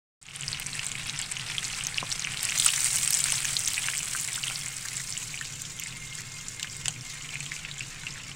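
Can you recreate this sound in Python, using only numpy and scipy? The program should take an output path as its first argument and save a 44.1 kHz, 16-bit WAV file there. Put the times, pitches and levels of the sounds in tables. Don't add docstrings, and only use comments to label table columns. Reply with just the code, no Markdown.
import sys
import numpy as np
from scipy import signal
from scipy.fft import rfft, irfft, next_fast_len
from scipy.io import wavfile
from scipy.ndimage import map_coordinates

SR = 44100
rng = np.random.default_rng(int(sys.argv[2]) if len(sys.argv) > 2 else 0)


def transcribe(signal):
    frames = np.atleast_2d(signal).T
    limited = np.clip(frames, -1, 1)
    pcm = np.round(limited * 32767).astype(np.int16)
    wavfile.write(sys.argv[1], SR, pcm)


def decibels_to_gain(level_db):
    exponent = np.asarray(level_db, float) / 20
    return 10 ** exponent


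N = 368235

# time_s, pot_level_db, lifted_piece_level_db
OIL_LEVELS = [(0.5, -42, -66), (1.18, -40, -67), (1.39, -40.5, -68), (1.77, -38.5, -55.5),
              (2.18, -39.5, -66), (2.44, -37.5, -44.5), (2.62, -35, -33), (2.85, -37.5, -32),
              (3.12, -38.5, -33.5), (3.3, -34.5, -35), (3.41, -38, -37), (4.54, -41.5, -40.5),
              (5.22, -44, -39.5), (5.62, -46.5, -43.5), (6.2, -46.5, -45), (7.05, -46.5, -45.5),
              (7.4, -43.5, -45.5), (8.35, -45, -50)]
# time_s, hum_level_db, air_level_db
HOOD_LEVELS = [(0.5, -48.5, -53.5), (2.49, -49, -51), (5.86, -50.5, -56.5), (8.35, -49.5, -58)]
# time_s, gain_db
FADE_IN = [
    (0.21, -14.5),
    (0.3, -4),
    (0.4, 1),
    (0.5, 3),
]
# time_s, share_turned (0 to 1)
TURN_AWAY = [
    (4.4, 0),
    (5.5, 1),
]
# time_s, level_db
WHISTLE_SWELL = [(5.6, -1), (5.9, 4), (6.7, 4), (7.3, 3), (7.6, -4)]

# frequency_hz, density_db (per Hz)
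BOIL_COLOUR = [(350, -102), (600, -10.5), (1910, 0.5), (2180, 4.5), (4760, -4.5), (6000, -6.5), (7800, -45),
               (13200, -120)]
# frequency_hz, density_db (per Hz)
FIZZ_COLOUR = [(2350, -97), (4000, -8), (5940, -7), (8220, 3.5), (8700, 1), (11500, -14.5), (12500, -19),
               (16200, -23), (22000, -120)]
# frequency_hz, density_db (per Hz)
SPRAY_COLOUR = [(6470, 2), (11000, 9.5), (12600, -21), (14000, 13), (15800, 7.5)]
# frequency_hz, density_db (per Hz)
HUM_COLOUR = [(12, -6), (25, -1.5), (70, -15.5), (110, -3), (142, 2), (205, -15.5), (260, -15),
              (330, -21.5), (580, -26.5), (990, -120)]
# frequency_hz, density_db (per Hz)
AIR_COLOUR = [(180, -37), (300, -25), (430, -13), (775, 1), (936, -5.5), (1070, 1), (1500, 5.5), (1950, 1),
              (3300, -120)]
# pitch_hz, width_hz, level_db (rms), change_once_turned_db
HOOD_TONES = [
    (2125, 20, -58.5, 0),
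    (1070, 60, -70, 0),
    (480, 35, -72, -2),
    (395, 25, -76, 0),
    (785, 40, -69, -16),
]
# frequency_hz, decay_s (time to fall 60 dB)
ROOM_DECAY = [(500, 0.1), (2500, 0.062), (8000, 0.033), (15000, 0.012)]
# frequency_hz, gain_db
POP_COLOUR = [(400, -10), (1100, 4), (9500, 3.5), (12500, 3.5), (16000, -15)]
# frequency_hz, gain_db
CRACK_COLOUR = [(700, -30), (1800, 6), (8000, 7), (12000, -14), (16000, -18)]

# crest_s, peak_db, pitch_hz
POT_SPITS = [(0.41, -16, 7600), (0.4811, -9.5, 5120), (0.5176, -17.5, 7800), (0.6672, -13, 8000),
             (0.7541, -17.5, 8260), (0.8664, -10, 7960), (0.9172, -15, 7100), (1.1911, -11.5, 8200),
             (1.2156, -13.5, 7460), (1.3216, -11.5, 7750), (1.6435, -13.5, 6940), (1.8693, -8.5, 6160),
             (1.9767, -15, 5300), (2.126, -10.5, 5470), (2.244, -16, 6000), (2.4307, -9.5, 8200),
             (2.4526, -7, 8400), (4.5587, -19, 5020), (4.6611, -13.5, 7400), (4.9795, -14, 7450),
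             (5.1048, -14, 8100), (5.1767, -9.5, 7560), (5.6194, -11.5, 7300), (5.7978, -16, 6600),
             (5.837, -13, 7260), (6.4841, -12, 7100), (6.6298, -12, 7000), (6.858, -15, 7440),
             (6.8826, -3.5, 7860), (7.4047, -13, 7600)]
# crest_s, peak_db, pitch_hz
LIFTED_SPITS = [(2.5781, -8, 6550), (2.5875, -10, 7040), (2.6, -4, 7850), (2.647, -8, 7850),
                (2.6614, -1.5, 7540), (2.6634, 4, 8270), (2.762, -13, 5840), (2.806, -9.5, 8250),
                (2.845, -4, 8660), (2.853, -9, 8400), (2.8602, -8, 8300), (2.931, -9, 8350),
                (2.9587, -8, 6900), (2.965, -11, 8550), (3.049, -9, 8500), (3.0772, -4.5, 8200),
                (3.106, -8, 8900), (3.1328, -9, 5660), (3.1424, -5.5, 7060), (3.1485, -5.5, 8200),
                (3.172, -9, 7850), (3.2044, -6.5, 7740), (3.2413, -4.5, 8200), (3.323, -5.5, 8850),
                (3.4537, -10, 6350), (3.6776, -6.5, 6150), (3.7822, -15, 8200), (3.972, -13, 7500),
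                (4.165, -15, 8800), (4.2123, -17, 7300)]
# crest_s, peak_db, pitch_hz
DRAINING_SPITS = [(0.228, -29, 7600), (0.266, -29, 6800), (0.599, -18, 8600), (0.3614, -18, 8900),
                  (0.6634, -16.5, 6040), (0.8447, -16.5, 8300), (1.071, -21, 10000), (1.3162, -14.5, 8600),
                  (3.3038, -12, 6450), (3.4046, -15, 8300), (3.447, -12, 7500), (3.554, -18, 8400),
                  (3.5928, -11.5, 7870), (3.6049, -14, 6000), (3.637, -14, 7970), (3.6497, -13, 5760),
                  (3.659, -13, 8900), (3.684, -10, 7360), (3.7346, -14, 8100), (3.8661, -17, 6260),
                  (3.9517, -15, 8100), (3.966, -16, 7820), (3.9793, -11, 7960), (3.986, -13.5, 5700),
                  (3.992, -13, 7500), (4.199, -12.5, 7200), (4.2042, -15, 7500), (4.2338, -17, 9500),
                  (4.2767, -13, 7800), (4.36, -14, 7840)]
# crest_s, peak_db, pitch_hz
MIDDLING_SPITS = [(0.4243, -21, 6840), (0.7946, -24, 5860), (0.8574, -24, 6400), (0.885, -19, 7600),
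                  (1.0407, -25, 7300), (1.0978, -17.5, 6400), (1.1622, -19.5, 5750), (1.2626, -22, 4830),
                  (1.3727, -18.5, 6340), (1.6729, -25, 10000), (1.6811, -18, 6960), (1.838, -14.5, 8250),
                  (1.8493, -16, 6670), (2.1032, -18, 7500), (2.1194, -18, 6270), (2.1604, -21, 5170),
                  (2.1955, -12, 6530), (2.32, -18, 7900), (2.4098, -16, 5400), (2.496, -13.5, 6240),
                  (2.5072, -14, 7260), (2.704, -11, 8200), (2.762, -14, 7900), (2.9584, -10, 8440),
                  (2.984, -15, 8680), (3.0401, -17, 8290), (3.0897, -17, 8570), (3.1258, -13, 8000),
                  (3.1785, -16, 8030), (3.3369, -27, 8440), (3.4293, -15, 8000), (3.4883, -21, 7860),
                  (3.5985, -18, 8630), (3.6639, -14, 7950), (3.7602, -17, 7000), (3.7942, -16, 9300),
                  (3.8581, -17, 7800), (3.8737, -16, 8760), (3.958, -19, 7820), (4.0308, -12, 7400),
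                  (4.0575, -16, 7650), (4.2492, -16, 7350), (4.331, -13, 7900), (4.4714, -22, 8810),
                  (4.4783, -16, 8360), (4.6128, -18, 5450), (4.6837, -15, 7750), (4.768, -14.5, 7900),
                  (4.8854, -18, 7350), (4.969, -12, 7600), (5.0942, -17, 8200), (5.136, -17, 6240),
                  (5.3557, -18, 8200), (5.4117, -14.5, 7260), (6.153, -14.5, 7740), (6.207, -20, 7100),
                  (7.457, -18, 7050), (8.1398, -22, 7210)]
# crest_s, peak_db, pitch_hz
QUIET_SPITS = [(0.395, -27, 8720), (0.4871, -21, 8500), (5.872, -16, 7840), (5.9722, -22, 8790),
               (6.6987, -20, 5400), (6.7671, -15, 8000), (6.9076, -19, 6700), (7.0106, -19, 5370),
               (7.1862, -27, 7560), (7.2232, -19, 6600), (7.2461, -24, 7430), (7.3425, -18, 8000),
               (7.6006, -29, 6740), (7.7427, -25, 7160), (7.7815, -17.5, 6780), (7.7948, -16, 7300),
               (7.8074, -26, 4890), (8.1075, -21, 5300), (8.1259, -21, 6400), (8.2712, -29, 7100)]
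# crest_s, peak_db, pitch_hz
NEAR_BUBBLES = [(0.434, -20, 2870), (0.5302, -14.5, 4330), (0.547, -22, 2900), (0.7946, -14.5, 2670),
                (0.9544, -19, 2460), (1.0963, -14.5, 3740), (1.3686, -18, 2830), (1.5826, -11.5, 3200),
                (1.65, -21, 4200), (1.748, -22, 4930), (1.8098, -17.5, 2900), (1.9443, -21, 4260),
                (1.9832, -9.5, 2780), (2.2484, -14.5, 2750), (2.2722, -15.5, 2320), (2.373, -17.5, 3870),
                (2.4978, -18, 2800), (2.5223, -15.5, 2600), (2.5982, -8.5, 3660), (2.6232, -12, 3370),
                (2.6817, -15, 3700), (2.6893, -11, 2850), (2.7788, -16, 2070), (3.2406, -13.5, 4200),
                (3.3214, -13.5, 2900), (3.3425, -26.5, 1700), (3.4481, -24, 1770), (3.4531, -15, 2580),
                (3.5677, -7, 4100), (3.7433, -14, 4200), (3.78, -12, 2460), (3.8849, -15, 2700),
                (3.886, -16.5, 1670), (3.9366, -18, 2120), (4.1503, -19.5, 1550), (4.4315, -19, 4400),
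                (4.438, -15.5, 2860)]
# crest_s, peak_db, pitch_hz
TURNED_BUBBLES = [(0.2867, -27.5, 2650), (0.732, -21, 4040), (8.159, -26, 1860), (4.343, -23, 3580),
                  (4.357, -19, 3270), (4.379, -25.5, 1500), (4.5006, -21.5, 2540), (5.825, -25, 2620),
                  (5.876, -27, 2780), (6.186, -28, 1760), (4.482, -17.5, 3170), (4.559, -22, 4500),
                  (4.8859, -23, 4140), (5.002, -23, 1950), (5.169, -18.5, 2920), (5.343, -19.5, 2350),
                  (5.4125, -19, 1760), (5.799, -24, 2770), (5.8614, -22.5, 2100), (6.1981, -25, 2100),
                  (6.6296, -19, 2830), (6.646, -19.5, 1850), (6.857, -19.5, 2780), (6.8825, -16, 3040),
                  (7.3564, -15.5, 2340), (7.407, -20.5, 2500), (7.5192, -14.5, 2080), (7.6502, -17.5, 2550),
                  (7.714, -19, 3770), (7.808, -15, 2580), (8.0686, -15, 2660)]
# crest_s, peak_db, pitch_hz
MIDDLING_BUBBLES = [(0.4178, -26, 2910), (0.6217, -22, 2860), (0.9174, -22, 3430), (1.141, -25, 2520),
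                    (1.156, -26, 2700), (1.177, -24, 3230), (1.2003, -22, 2650), (1.397, -20, 2870),
                    (1.41, -21, 4260), (1.5187, -19, 2970), (1.551, -20, 2330), (1.703, -23, 3000),
                    (1.998, -26, 3600), (2.117, -16, 4140), (2.223, -20.5, 4200), (2.3371, -19.5, 2720),
                    (2.3933, -20, 3960), (2.4898, -19, 2430), (2.6476, -18, 3500), (2.667, -14, 2890),
                    (2.7039, -17, 3320), (2.7363, -21, 3320), (2.8595, -19.5, 2530), (3.013, -21, 2820),
                    (3.106, -18.5, 4370), (3.142, -21.5, 3040), (3.1895, -26, 2860), (3.2583, -23, 1770),
                    (3.286, -24.5, 1660), (3.2967, -23, 2410), (3.3813, -18.5, 4070), (3.4872, -21, 3530),
                    (3.5251, -29, 4220), (3.675, -17.5, 3600), (3.7712, -23, 2130), (3.8342, -24, 2950),
                    (3.8416, -23, 3100), (3.942, -26, 3100), (4.1567, -25, 1600), (4.4698, -20, 3030),
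                    (4.6658, -23, 2170), (4.8536, -25.5, 1680), (4.967, -30, 2920), (4.974, -22, 3750),
                    (5.2188, -25, 2800), (5.376, -20, 2730), (5.39, -22, 4020), (5.4253, -25, 2940),
                    (6.1279, -24.5, 2900), (6.596, -33, 2840), (7.291, -21.5, 3010), (7.4635, -20, 3070),
                    (7.5655, -20.5, 2580), (7.8313, -25, 2700)]
# crest_s, peak_db, pitch_hz
QUIET_BUBBLES = [(0.3103, -29, 2860), (0.357, -27, 3340), (1.3189, -27, 2270), (5.6521, -23, 3240),
                 (5.7906, -25, 3270), (5.822, -23, 2200), (5.926, -26, 2760), (6.673, -22.5, 2880),
                 (6.9627, -26.5, 2380), (7.2124, -25.5, 2860), (7.247, -28, 2280), (7.3068, -31, 2540),
                 (8.0753, -27, 2760), (8.316, -24, 2900)]
# crest_s, peak_db
DROPLETS = [(0.598, -19), (0.8505, -29), (1.2151, -25), (1.8693, -20), (2.4304, -16), (2.4522, -27),
            (2.587, -13), (2.6473, -12), (2.9644, -17), (2.985, -16), (3.1071, -9), (3.1328, -15),
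            (3.1887, -16), (3.4543, -20), (3.5923, -19), (3.6825, -17), (3.7341, -18), (3.9793, -20),
            (4.1642, -24), (4.2117, -19), (4.3509, -24.5), (5.6193, -24), (5.7979, -18), (6.208, -31),
            (6.63, -29), (6.768, -33.5)]
# start_s, peak_db
EXPLOSIONS = [(0.7923, -23), (2.8436, -24), (3.1715, -23), (4.885, -20.5), (5.2385, -39), (5.452, -25),
              (6.181, -28), (6.218, -28), (6.4845, -31), (6.5966, -22), (6.6296, -19.5), (6.8577, -19),
              (6.8822, -14.5), (7.591, -31)]
# crest_s, peak_db, pitch_hz
KNOCK_HITS = [(2.0291, -32, 261), (2.03, -33.5, 520), (2.0291, -21, 1040), (2.664, -17, 1300),
              (3.3297, -29, 970), (4.5005, -36, 840), (4.51, -26.5, 1380), (4.858, -27, 1640),
              (6.8583, -31, 1500), (6.8821, -33, 740), (5.1253, -15, 5300), (6.8826, -25, 5000),
              (6.6294, -22, 3600), (6.858, -22, 5900), (6.8814, -30, 1500)]
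# start_s, length_s
LEAN_MOMENTS = [(0.371, 0.047), (0.508, 0.1), (0.807, 0.055), (1.06, 0.041), (1.171, 0.035), (1.302, 0.029),
                (1.677, 0.07), (1.84, 0.02), (2.005, 0.02), (2.147, 0.035), (2.432, 0.028), (2.59, 0.023),
                (2.665, 0.02), (2.745, 0.105), (3.083, 0.05), (3.15, 0.087), (3.318, 0.041), (3.795, 0.023),
                (3.858, 0.041), (4.283, 0.023), (4.347, 0.035), (4.954, 0.023), (5.096, 0.035),
                (5.787, 0.035), (5.992, 0.1), (6.623, 0.012), (6.835, 0.041), (8.128, 0.023)]


def unit(x):
    return x / np.sqrt(np.mean(x ** 2) + 1e-20)


def along(points, hz):
    f, v = np.transpose(points)
    return np.interp(np.log(hz + 1), np.log(f + 1), v)


def curves(rows):
    s, *cols = np.transpose(rows)
    return [np.interp(np.arange(N) / SR, s, c) for c in cols]


def share_turned():
    return curves(TURN_AWAY)[0]


def wobble(rate):
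    return map_coordinates(rng.standard_normal(N // 100), [np.arange(N) * rate / SR])


def filtered(x, response):
    m = next_fast_len(N + 8192)
    return irfft(rfft(x, m) * response(np.fft.rfftfreq(m, 1 / SR)), m)[:N]


def coloured(x, spectrum):
    return unit(filtered(x, lambda hz: decibels_to_gain(along(spectrum, hz))))


def skewed(draw, spread_db):
    return decibels_to_gain(-spread_db * np.log(draw).clip(-3, 0))


def random_places(draw, weight):
    density = np.cumsum(weight)
    return np.searchsorted(density / density[-1], draw).clip(0, N - 1)


def scattered_pitch(low_hz, high_hz, a, b):
    return low_hz * (high_hz / low_hz) ** ((a + b) / 2)


def rings(s, peak, hz, cycles, rise, size):
    cycles = (cycles + 0 * s)[:, None]
    swell = np.minimum(2.6, 1.3 * cycles)
    turn = np.arange(size) / SR * hz[:, None] - swell
    opening = np.sin(np.pi / 2 * (1 + turn / swell).clip(0, 1)) ** 2
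    dying = np.exp(-(turn.clip(0) / cycles) ** 0.76)
    shape = opening * dying * np.linspace(1, 0, size)
    tone = np.cos(2 * np.pi * turn * (1 + rise * turn / cycles))
    signed_peak = peak * (-1) ** np.arange(len(s))
    wave = signed_peak[:, None] * shape * tone
    start = np.round((s - swell[:, 0] / hz) * SR).astype(int).clip(0)
    at = start[:, None] + np.arange(size)
    return np.bincount(at.ravel(), wave.ravel(), N + size)[:N]


def crackle(count, spread_db, surge, share):
    draw = rng.random((count, 3))
    at = random_places(draw[:, 0], np.exp(surge))
    size = skewed(draw[:, 1], spread_db) * np.sign(draw[:, 2] - .5)
    grains = unit(np.bincount(at, size, N))
    return np.sqrt(share) * grains + np.sqrt(1 - share) * rng.standard_normal(N)


def small_bubbles(count, low_hz, high_hz, spread_db, cycles, surge):
    draw = rng.random((count, 5))
    s = random_places(draw[:, 0], np.exp(surge)) / SR
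    hz = scattered_pitch(low_hz, high_hz, draw[:, 2], draw[:, 3])
    size = skewed(draw[:, 1], spread_db)
    return unit(rings(s, size, hz, cycles * (.5 + draw[:, 4]), rise=0.043, size=240))


def louder_sum(a_db, b_db):
    return 10 * np.log10(decibels_to_gain(a_db) ** 2 + decibels_to_gain(b_db) ** 2)


def oil_levels():
    pot_db, piece_db = curves(OIL_LEVELS)
    fizz_db = louder_sum(pot_db - 3, piece_db)
    spray_db = louder_sum(pot_db - 38, piece_db - 8.5)
    return pot_db, fizz_db, spray_db


def lesser(level_db, count, over_db, spread_db, low_hz, high_hz):
    draw = rng.random((count, 4))
    level_db = level_db + curves(FADE_IN)[0]
    at = random_places(draw[:, 0], decibels_to_gain(.5 * level_db + 2 * wobble(12)))
    hz = scattered_pitch(low_hz, high_hz, draw[:, 2], draw[:, 3])
    return np.transpose([at / SR, level_db[at] + over_db - spread_db * np.sqrt(draw[:, 1]), hz])


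def kitchen(x):
    hop = SR // 30
    out = np.zeros(N + SR)
    hz, t, z = signal.stft(rng.standard_normal((N // hop + 1, SR // 8)), SR, nperseg=128)
    decay = decibels_to_gain(-60 * t / along(ROOM_DECAY, hz)[:, None])
    tails = signal.istft(z * decay, SR, nperseg=128)[1]
    for k, tail in enumerate(tails):
        answer = signal.fftconvolve(x[k * hop:(k + 1) * hop], tail / np.linalg.norm(tail))
        out[k * hop + 40:][:len(answer)] += answer
    return out[:N]


def frying():
    boil_db, fizz_db, spray_db = oil_levels()
    away = share_turned()
    sputter = wobble(170)
    low_surge = .28 * wobble(30) + .5 * sputter + .4 * wobble(150)
    high_surge = .3 * wobble(25) + .7 * sputter + .5 * wobble(220)

    boil = 0.78 * coloured(crackle(count=5000, spread_db=5.0, surge=low_surge, share=0.67), BOIL_COLOUR)
    boil = boil + 0.45 * small_bubbles(count=1500, low_hz=1534, high_hz=6150, spread_db=6.0,
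                                       cycles=4.6, surge=low_surge)

    spatter = crackle(count=5000, spread_db=3.0, surge=high_surge, share=0.55)
    turned_colour = [(.89 * hz, db) for hz, db in FIZZ_COLOUR]
    fizz = (1 - away) * coloured(spatter, FIZZ_COLOUR) + away * coloured(spatter, turned_colour)
    fizz = 0.82 * fizz + 0.57 * small_bubbles(count=2200, low_hz=4200, high_hz=9900, spread_db=2.5,
                                              cycles=3.6, surge=high_surge)

    mist = decibels_to_gain(1.4 * high_surge) * coloured(rng.standard_normal(N), SPRAY_COLOUR)
    spray = 0.5 * coloured(spatter, SPRAY_COLOUR) + 0.19 * mist
    spray_db = spray_db - 2.0 - 3.5 * away + 0.075 * (spray_db + 56)

    oil = decibels_to_gain(boil_db - 2.5) * boil
    oil = oil + decibels_to_gain(fizz_db - 3.0 + 1.2 * wobble(13)) * fizz
    oil = oil + decibels_to_gain(spray_db) * spray
    return decibels_to_gain(-2.5 * away) * oil + decibels_to_gain(-11.5 + 4.4 * away) * kitchen(oil)


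def hood():
    hum_db, air_db = curves(HOOD_LEVELS)
    hum = decibels_to_gain(hum_db + 1.2 * wobble(14)) * coloured(rng.standard_normal(N), HUM_COLOUR)
    air = decibels_to_gain(air_db - 5.0) * coloured(rng.standard_normal(N), AIR_COLOUR)
    away = share_turned()
    swell_db = curves(WHISTLE_SWELL)[0] + 1.0 * wobble(8)
    tones = np.zeros(N)
    for hz, width, db, turned_db in HOOD_TONES:
        noise = rng.standard_normal(N)
        tone = unit(filtered(noise, lambda f: 1 / (1 + (2 * (f - hz) / width) ** 2)))
        tones += decibels_to_gain(db + turned_db * away + swell_db * (hz > 2000)) * tone
    return hum + air + tones


def spits():
    fizz_db = oil_levels()[1]
    more = lesser(fizz_db, count=480, over_db=15, spread_db=8, low_hz=5260, high_hz=10540)
    rows = [POT_SPITS, LIFTED_SPITS, DRAINING_SPITS, MIDDLING_SPITS, QUIET_SPITS, more]
    s, db, hz = np.vstack(rows).T
    late = rng.random((len(s), 3))
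    db = db - 4.1 * np.interp(s, *np.transpose(TURN_AWAY))
    ring = rings(s, decibels_to_gain(db - 3.5), hz, cycles=1.9 + 2.1 * late[:, 2] ** 2, rise=0.0068, size=160)
    snap = rings(s - .0001, decibels_to_gain(db - 13), 0.7 * hz, cycles=.7, rise=0, size=80)
    splash_s = s + 0.0007 + 0.0035 * late[:, 0]
    splash = rings(splash_s, decibels_to_gain(db - 12.0 - 51.0 * late[:, 1]), hz, cycles=3.3, rise=0.0072, size=160)
    return ring + snap + splash


def bubbles():
    boil_db = oil_levels()[0]
    more = lesser(boil_db, count=280, over_db=11.5, spread_db=9, low_hz=1823, high_hz=4730)
    s, db, hz = np.vstack([NEAR_BUBBLES, TURNED_BUBBLES, MIDDLING_BUBBLES, QUIET_BUBBLES, more]).T
    late = rng.random((len(s), 3))
    away = np.interp(s, *np.transpose(TURN_AWAY))
    db = db - 3.8 * away
    life = (0.98 + 1.3 * late[:, 2]) * (1 + 0.36 * away)
    ring = rings(s, decibels_to_gain(db - 2.5), hz, cycles=life, rise=0.0088, size=600)
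    snap = rings(s - .0002, decibels_to_gain(db - 11), 1.56 * hz, cycles=.6, rise=0, size=120)
    splash_s = s + 0.00113 + 0.0064 * late[:, 0]
    splash = rings(splash_s, decibels_to_gain(db - 22 - 21 * late[:, 1]), hz, cycles=1.2, rise=0.031, size=400)
    return ring + snap + splash


def ticks():
    s, db = np.transpose(DROPLETS)
    late = rng.random((3, len(s)))
    out = np.zeros(N)
    for k in range(3):
        hz = 11500 + 3500 * late[k]
        out += rings(s + .0012 * k * late[k], decibels_to_gain(db + 2 - 3.3 * k), hz, cycles=.9, rise=0, size=60)
    return out


def cracks():
    s, db = np.transpose(EXPLOSIONS)
    step = np.arange(400)
    decay_db = 60 * step / SR / 0.0068
    wave = decibels_to_gain(db[:, None] - 4.0 - decay_db) * rng.standard_normal((len(s), len(step)))
    at = np.round(s * SR).astype(int)[:, None] + step
    burst = np.bincount(at.ravel(), wave.ravel(), N)
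    return filtered(burst, lambda hz: decibels_to_gain(along(CRACK_COLOUR, hz)))


def knocks():
    s, db, hz = np.transpose(KNOCK_HITS)
    life = 1.1 + 0.79 * (np.abs(hz - 1200) < 150)
    return rings(s, decibels_to_gain(db), hz, cycles=life, rise=0, size=900)


def scene():
    dulled = filtered(bubbles() + spits(), lambda f: decibels_to_gain(along(POP_COLOUR, f)))
    pops = dulled + ticks() + knocks() + cracks()
    echoes = decibels_to_gain(-10.5 + 2.9 * share_turned()) * kitchen(pops)
    steady = decibels_to_gain(curves(FADE_IN)[0]) * (frying() + hood())
    mono = pops + echoes + steady
    return np.array([mono, mono])


def stereo_flicker(mono, margin, depth):
    band_edges_hz = np.geomspace(4000, 16500, 24)
    hz, t, z = signal.stft(mono, SR, nperseg=1024)
    band = np.searchsorted(band_edges_hz, hz)
    lean = np.zeros(z.shape)
    for s, length in LEAN_MOMENTS:
        share = depth * rng.uniform(-1, 1, len(band_edges_hz) + 1)[band]
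        during = (t > s - margin) & (t < s + length + margin)
        lean += np.outer(share * (hz > 4940), during)
    return signal.istft(z * lean, SR, nperseg=1024)[1][:N]


def low_pass(x):
    return signal.sosfilt(signal.butter(12, 16970, fs=SR, output="sos"), x)


def record(dry):
    start_s, top_hz = 0.2135, 15850
    mono = dry[0] / (1 + np.abs(dry[0] / .7) ** 4) ** (1 / 4)
    mono = filtered(mono, lambda hz: .003 * (hz < 16900) + (hz < top_hz))
    mono = mono * np.clip((np.arange(N) / SR - start_s) * 1000, 0, 1)
    side = stereo_flicker(mono, margin=.001, depth=.68)
    return low_pass(np.array([mono + side, mono - side]))


dry = scene()
out = record(dry)
transcribe(out)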